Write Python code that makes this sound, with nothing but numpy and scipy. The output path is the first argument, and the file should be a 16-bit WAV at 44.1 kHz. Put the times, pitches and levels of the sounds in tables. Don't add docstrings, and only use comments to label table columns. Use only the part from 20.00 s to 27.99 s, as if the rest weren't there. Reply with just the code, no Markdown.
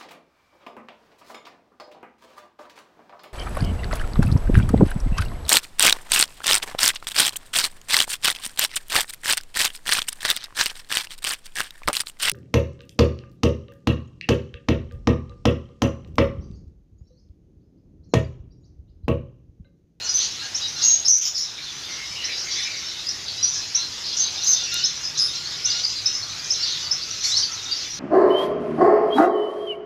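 import sys
import numpy as np
from scipy import signal
from scipy.fft import rfft, irfft, next_fast_len
from scipy.io import wavfile
from scipy.ndimage import uniform_filter1d

SR = 44100
rng = np.random.default_rng(int(sys.argv[2]) if len(sys.argv) > 2 else 0)


def generate_wav(signal):
    frames = np.transpose(np.atleast_2d(signal))
    scaled = np.clip(frames, -1, 1) * 32767
    pcm = np.round(scaled).astype(np.int16)
    wavfile.write(sys.argv[1], SR, pcm)


N = 352403


def gain_of(db):
    return 10 ** (np.asarray(db) / 20)


def evened(x):
    return x / np.sqrt(np.mean(abs(x) ** 2) + 1e-20)


def read(points, hz):
    point_hz, value = np.transpose(points)
    return np.interp(np.log(hz + 1), np.log(point_hz + 1), value)


def add(mix, start_s, sound):
    part = mix[round(start_s * SR):][:len(sound)]
    part += sound[:len(part)]


def garden():
    # frequency in Hz, relative density in dB.
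    wash_spectrum = [(15, -46), (30, -28), (45, -27), (65, 6), (90, -5), (140, -10), (230, -12),
                     (350, -9.5), (560, -14.5), (1100, -12), (2600, -8.5), (5000, -4), (8000, -11),
                     (10000, -11), (14900, -8.5)]
    level_db, patch_db = -32.5, 2.25
    frames, hz = N // 256 + 5, np.fft.rfftfreq(1024, 1 / SR)
    a, b, patches = rng.standard_normal((frames, 513, 3)).T
    patches = uniform_filter1d(patches, 8, 0)
    patches = evened(uniform_filter1d(patches, 20, 1))
    depth_db = patch_db * np.minimum(hz / 600, 1)
    spectra_db = read(wash_spectrum, hz)[:, None] + depth_db[:, None] * patches
    spectra = (a + 1j * b) * gain_of(spectra_db)
    wash = signal.istft(spectra, nperseg=1024, noverlap=768)[1][:N]
    return gain_of(level_db) * evened(wash)


def drone():
    # time in seconds, upper note level in dB, lower note level in dB.
    swells = [(0, -70, -65), (1.1, -55.5, -69), (2.1, -63.5, -70), (3, -63, -68), (3.52, -62, -53.5),
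              (4.05, -63, -64), (5.55, -51.5, -61), (5.92, -71, -53), (6.25, -57, -48.5), (6.68, -57, -65),
              (7.41, -64, -54), (7.99, -60, -59)]
    # upper note in Hz, lower note in Hz.
    centres_hz = (147, 104.6)
    half_width_hz = 7.5
    point_s, *levels_db = np.transpose(swells)
    out, hz = np.zeros(N), np.fft.rfftfreq(N, 1 / SR)
    for centre_hz, level_db in zip(centres_hz, levels_db):
        a, b = rng.standard_normal((2, len(hz)))
        band = irfft((a + 1j * b) / (1 + ((hz - centre_hz) / half_width_hz) ** 2), N)
        out += evened(band) * gain_of(np.interp(np.arange(N) / SR, point_s, level_db))
    return out


def aviary(x):
    # frequency in Hz, time to fall 60 dB in seconds.
    decay = [(1500, 0.38), (4000, 0.25), (7000, 0.28)]
    taps = np.zeros(SR // 2)
    at = np.arange(160, len(taps) - 20, 20)
    taps[at + rng.integers(0, 20, len(at))] = rng.choice([-1., 1.], len(at))
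    hz, t, spectra = signal.stft(taps, SR, nperseg=256)
    fading = spectra * gain_of(-60 * t / read(decay, hz)[:, None])
    tail = signal.istft(fading, SR, nperseg=256)[1]
    return signal.fftconvolve(x, tail / np.linalg.norm(tail))[:N]


def breath(length_s, rise_s):
    t = np.arange(1, (length_s + .004) * SR) / SR
    u = t / t[-1]
    rise = np.minimum(t / rise_s, 1)
    return u, evened(rise * np.exp(-.3 * u) * np.cos(np.pi * u / 2) ** 0.11)


def note(length_s, start_hz, end_hz, level_db, hoarse_hz, octave_db=-42.0):
    u, shape = breath(length_s, rise_s=.004 + .1 * length_s)
    turns = np.cumsum(start_hz + (end_hz - start_hz) * u ** 1.403) / SR
    a, b, c = rng.standard_normal((3, round(.3 * SR)))
    smooth = signal.butter(2, np.clip(hoarse_hz, 60, 2000), fs=SR, output="sos")
    flutter = evened(signal.sosfilt(smooth, a + 1j * b)[-len(u):])
    flutter_share = np.clip(0.12 + hoarse_hz / 400, 0, 1)
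    unsteady = np.sqrt(1 - flutter_share) + np.sqrt(flutter_share) * flutter
    tone = unsteady * np.exp(2j * np.pi * turns)
    octave_breath = evened(uniform_filter1d(c, 60))[:len(u)]
    octave = octave_breath * shape * np.exp(4j * np.pi * turns)
    return gain_of(level_db) * shape * np.sqrt(2) * (tone + gain_of(octave_db) * octave).real


def nasal(length_s, start_hz, end_hz, level_db, beak_hz, open_share=0.073):
    u, shape = breath(length_s, rise_s=0.0083)
    shake = evened(uniform_filter1d(rng.standard_normal(round(.4 * SR)), 300))[:len(u)]
    hz = (start_hz + (end_hz - start_hz) * u) * (1 + .016 * np.sin(np.pi * u) + .004 * shake)
    k = np.arange(1, int(7500 / max(start_hz, end_hz)) + 1)[:, None]
    leak = np.clip(open_share, 0, 1) * (k * hz > 1150)
    resonance = 1 / (1 + ((k * hz - beak_hz) / 950) ** 2) ** 2
    overtones = (leak + resonance) * np.sin(2 * np.pi * k * np.cumsum(hz) / SR)
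    shape = shape * gain_of(2.5 * shake[::-1])
    return gain_of(level_db) * shape * evened(overtones.sum(0))


def far_flock(voices=110, count=1600):
    # frequency in Hz, relative level in dB.
    weighting = [(1100, -15.5), (2000, -20), (3000, -17), (3800, 1.5), (5000, -6), (5900, 0.5), (6600, -10),
                 (7400, -8.5)]
    out, calls = np.zeros(N), []
    for k in range(voices):
        long, glide = rng.random(2)
        hz = 1200 + 6200 * (k + long) / voices
        db = read(weighting, hz)
        if k % 6:
            calls.append(note(.01 + .04 * long, hz, hz * (.9 + .25 * glide), db, 150 + 300 * long))
        else:
            pitch_hz = 900 + 550 * glide
            calls.append(nasal(0.0293 + 0.037 * long, pitch_hz, pitch_hz * 1.04, db - 3, beak_hz=hz))
    for when, which, loud in rng.random((count, 3)):
        add(out, when * N / SR, gain_of(8.7 * loud) * calls[int(which * len(calls))])
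    return evened(out)


def chatter():
    # time in seconds, level in dB.
    busyness = [(0, -25), (.27, -36.5), (.51, -35), (.93, -30.5), (1.05, -39), (1.29, -30), (1.55, -36),
                (2.199, -39), (2.45, -29), (3.05, -37.5), (3.61, -33.5), (4.25, -30.5), (4.54, -29.5),
                (4.68, -31), (4.82, -26.5), (5.05, -35.5), (5.72, -27.5), (6.25, -35), (6.7, -28.5),
                (7.08, -35.5), (7.41, -27.5), (7.56, -33.5), (7.99, -36.5)]
    flock = far_flock()
    far = evened(gain_of(-4.0) * flock + aviary(flock))
    return far * gain_of(np.interp(np.arange(N) / SR, *np.transpose(busyness)))


def ticks():
    # start in seconds, strength in dB.
    clicks = [(1.1832, 2.5), (4.7422, 2)]
    out, t = np.zeros(N), np.arange(200) / SR
    for start_s, db in clicks:
        fizz = 0.5 * rng.standard_normal(len(t)) * gain_of(-60 * t / 0.0065)
        add(out, start_s, gain_of(db) * np.convolve((t == 0) + fizz, [1, -1.7, .7]))
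    return out


def low_notes(out):
    # start in seconds, length in seconds, start pitch in Hz, level in dB.
    rows = [(.405, .1, 1650, -43), (.819, 0.11, 2776, -45), (1.576, 0.018, 2340, -37),
            (1.876, 0.074, 2110, -41.5), (1.97, 0.096, 2152, -40.5), (2.108, .05, 2340, -41),
            (2.223, .055, 1980, -38), (2.28, 0.046, 2310, -33), (2.46, 0.043, 2150, -37),
            (2.553, 0.056, 2180, -35.5), (2.642, 0.078, 2373, -36), (2.721, .11, 2220, -39.5),
            (3.55, 0.025, 1707, -44.5), (4.06, .039, 2900, -45), (4.65, .1, 2710, -39.5),
            (4.755, 0.055, 2800, -39), (5.683, 0.021, 1634, -42.5), (6.283, .27, 2427, -46.5),
            (7.07, 0.074, 1312, -46), (7.239, .027, 2256, -38), (7.424, 0.012, 3180, -36.2),
            (7.489, 0.038, 1323, -44), (7.639, 0.05, 1338, -44.5)]
    sag_share, soft_db, soft_hoarse_hz, hoarse_hz_per_db = .01, -47, 60, 18
    for start_s, length_s, hz, db in rows:
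        hoarse_hz = soft_hoarse_hz + hoarse_hz_per_db * (db - soft_db)
        add(out, start_s, note(length_s, hz, hz * (1 - sag_share), db, hoarse_hz))


def nasal_calls(out):
    # start in seconds, length in seconds, start and end pitch in Hz, level in dB,
    # beak resonance in Hz.
    rows = [(.02, .08, 1408, 1464, -34.9, 4000), (.39, .075, 1330, 1450, -35.5, 3900),
            (.61, .07, 950, 945, -29.5, 4150), (.75, .07, 1360, 1380, -35.7, 3800),
            (2.05, .12, 640, 640, -37.8, 5300), (2.21, .09, 988, 1016, -34.7, 4010),
            (2.31, .07, 968, 952, -32.3, 4450), (2.48, .08, 930, 932, -32, 4500),
            (2.71, .07, 930, 940, -31.7, 4450), (3.37, .06, 952, 1020, -30.5, 4350),
            (3.76, .08, 1332, 1372, -32, 4060), (4.715, .08, 1385, 1400, -30.5, 3700),
            (5.33, .12, 1346, 1432, -35.5, 4170), (5.74, .07, 1368, 1480, -29.6, 5200),
            (6.05, .07, 1248, 1264, -34.3, 3770), (6.585, .065, 1344, 1442, -31.3, 3900),
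            (7.68, .06, 924, 924, -34.4, 3700), (7.83, .06, 1160, 1160, -38.8, 3480)]
    open_at_1khz, open_power = 0.036, 3.9
    for start_s, length_s, start_hz, end_hz, db, beak_hz in rows:
        open_share = open_at_1khz * (start_hz * .001) ** open_power
        add(out, start_s, nasal(length_s, start_hz, end_hz, db, beak_hz, open_share))


def rasps_and_hoarse_chips(out):
    # start in seconds, length in seconds, start and end pitch in Hz, level in dB.
    rows = [(.85, .11, 5900, 5700, -25), (.201, 0.064, 6000, 6400, -25.5), (.17, .1, 3400, 3390, -34),
            (2.371, .07, 5400, 5200, -29.5), (2.502, 0.095, 5500, 5800, -28.5),
            (3.526, 0.071, 5600, 5600, -26.5), (1.206, .084, 3230, 3200, -32),
            (4.031, .11, 4600, 4100, -31.5), (4.194, 0.092, 4500, 4100, -29),
            (4.509, 0.07, 5300, 4900, -28), (6.65, .13, 4340, 3860, -29.5), (4.166, .02, 5620, 6700, -21),
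            (5.172, .018, 5570, 7200, -22.5), (7.227, 0.092, 6600, 8000, -27.5),
            (7.752, 0.081, 5200, 4600, -31)]
    for start_s, *row in rows:
        add(out, start_s, note(*row, hoarse_hz=520, octave_db=-26))


def peeps(out):
    # start in seconds, length in seconds, start and end pitch in Hz, level in dB.
    rows = [(0.008, 0.032, 4170, 4290, -32.5), (0.088, 0.013, 5800, 5850, -23),
            (0.678, 0.017, 5700, 5540, -30), (0.885, 0.07, 4080, 3960, -36),
            (1.354, 0.039, 4630, 4340, -30), (1.611, .049, 4090, 4220, -36),
            (1.657, 0.047, 3670, 3360, -34.5), (1.827, .075, 3610, 3650, -39.5),
            (2.151, .098, 2880, 2855, -34), (1.934, 0.011, 6030, 5400, -27),
            (2.548, .11, 3440, 3760, -31.5), (2.852, 0.051, 5340, 5560, -32.5),
            (2.963, 0.026, 3700, 3640, -34), (3.062, 0.05, 4900, 5410, -26),
            (3.088, 0.0068, 5970, 5350, -24.5), (3.279, 0.0097, 4850, 3700, -28),
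            (3.291, 0.034, 4570, 4400, -33), (3.427, 0.02, 5670, 5940, -14),
            (3.474, 0.026, 5920, 5980, -22), (3.535, 0.015, 6850, 6840, -33),
            (4.19, 0.041, 6336, 6180, -20.5), (4.418, 0.026, 4380, 3460, -28.5),
            (4.519, 0.11, 3685, 3540, -32.5), (4.63, .018, 5920, 5490, -26),
            (4.778, 0.055, 3520, 4380, -33), (4.964, 0.011, 5650, 5940, -26),
            (5.029, 0.046, 5130, 5200, -26), (5.352, 0.014, 5600, 5500, -29),
            (5.45, 0.024, 4140, 4680, -28.5), (5.697, .035, 4730, 5350, -23),
            (5.836, 0.015, 4640, 5000, -18), (5.848, 0.0081, 5110, 4140, -24),
            (6.135, 0.057, 5160, 5430, -27), (6.223, .016, 4260, 4320, -29), (6.391, .017, 4810, 4650, -30),
            (6.443, 0.016, 5600, 5630, -31), (6.595, 0.058, 5270, 5770, -29),
            (6.628, 0.015, 4560, 4910, -19), (6.838, .045, 4750, 4520, -30),
            (7.011, 0.023, 4210, 5030, -26), (7.104, 0.0088, 5620, 5870, -23),
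            (7.417, .022, 4650, 4640, -32), (7.428, .012, 4860, 4390, -18),
            (7.514, .015, 5400, 5710, -28.5), (7.708, 0.029, 4670, 4660, -22)]
    for start_s, *row in rows:
        add(out, start_s, note(*row, hoarse_hz=162, octave_db=-32))


def chips(out):
    # start in seconds, start and end pitch in Hz, level in dB.
    rows = [(0.543, 5150, 7000, -24), (.808, 4650, 6400, -25), (2.24, 4950, 6360, -26),
            (3.746, 5350, 6520, -16), (4.125, 4850, 6170, -24), (4.185, 5550, 6240, -19),
            (4.836, 4940, 6420, -15.5), (5.64, 5000, 6340, -16), (6.056, 5000, 6170, -17),
            (6.501, 5000, 6490, -17.5), (6.909, 4950, 6160, -18), (7.366, 5050, 6180, -17.5)]
    sweep_hz_per_s = 72000
    for start_s, start_hz, end_hz, db in rows:
        length_s = (end_hz - start_hz) / sweep_hz_per_s
        add(out, start_s, note(length_s, start_hz, end_hz, db, hoarse_hz=70, octave_db=-28))


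def whistles_and_glides(out):
    # start in seconds, length in seconds, start and end pitch in Hz, level in dB,
    # hoarseness in Hz (sets flutter cutoff and share), octave in dB relative to the tone.
    rows = [(.081, 0.051, 5030, 5020, -26, 120, -18), (0.138, 0.059, 6130, 5960, -20, 200, -16),
            (0.196, 0.067, 4200, 4600, -27, 380, -13), (0.817, 0.041, 4360, 5420, -26.5, 248, -10.5),
            (0.825, 0.12, 6522, 6540, -11.5, 132, -19), (0.976, 0.028, 6600, 6610, -24, 40, -26),
            (1.046, .067, 5174, 5730, -18.5, 250, -16), (1.076, 0.039, 6310, 6080, -10, 250, -18),
            (1.085, .089, 5770, 6175, -8.5, 219, -20), (1.209, 0.042, 6280, 6070, -17, 603, -7.5),
            (1.246, 0.044, 6810, 6750, -18.5, 200, -2), (1.247, 0.034, 5230, 5690, -16, 308, -26),
            (1.343, 0.095, 5290, 5610, -19, 307, -16), (1.375, .026, 6700, 6705, -21, 82, -6),
            (2.577, .06, 4140, 3930, -35, 70, -5), (2.586, 0.082, 5100, 5160, -33, 140, -11),
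            (3.427, 0.052, 4900, 4770, -27.5, 500, -10), (4.432, 0.021, 5600, 7280, -22.5, 60, -9),
            (4.458, 0.026, 5090, 5150, -24.5, 350, -11), (4.465, 0.082, 6370, 6070, -15.5, 220, -13),
            (5.185, 0.086, 5100, 5120, -18, 170, -9.5), (5.949, .052, 4760, 4800, -30, 251, -16),
            (5.956, 0.037, 4250, 3870, -31.5, 220, -18), (7.228, .096, 5600, 5480, -25, 520, -7),
            (7.24, .023, 4314, 4440, -20.5, 140, -16), (7.28, .036, 3470, 3750, -30, 70, -30),
            (7.315, .054, 3800, 4760, -23, 70, -30), (7.366, .043, 4310, 4580, -23.5, 200, -11.5),
            (7.893, 0.073, 5740, 5900, -34, 190, -20)]
    for start_s, *row in rows:
        add(out, start_s, note(*row))


def near_birds():
    out = np.zeros(N)
    for kind in (low_notes, nasal_calls, rasps_and_hoarse_chips, peeps, chips, whistles_and_glides):
        kind(out)
    return out


def scene():
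    background = garden() + drone() + chatter() + ticks()
    calls = near_birds()
    near = gain_of(-2.5) * calls + gain_of(-4.0) * aviary(calls)
    return (background + near)[None]


def record(dry):
    # frequency in Hz, gain in dB.
    response = [(6300, 0), (6800, -4.5), (7200, -6.5), (7700, -11), (8100, -15.5), (9000, -13.5),
                (15000, -25.5)]
    threshold_db, fall_db_per_s, duck_db_per_db, edge_hz = -14.5, 13.7, 0.89, 15000
    size = next_fast_len(N)
    colour = gain_of(read(response, np.fft.rfftfreq(size, 1 / SR)))
    heard = irfft(rfft(dry, size) * colour, size)[:, :N]
    power_db = 10 * np.log10(abs(uniform_filter1d(heard[0] ** 2, 1300)) + 1e-12)
    fall_db = np.arange(N) * fall_db_per_s / SR
    held_db = np.maximum.accumulate(power_db + fall_db) - fall_db
    over_db = np.maximum(held_db - threshold_db, 0)
    ducked = heard / gain_of(duck_db_per_db * uniform_filter1d(over_db, 600))
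    low_pass = signal.firwin(2047, edge_hz, window=("kaiser", 10), fs=SR)
    return signal.oaconvolve(ducked, low_pass[None], "same")


dry = scene()
out = record(dry)
generate_wav(out)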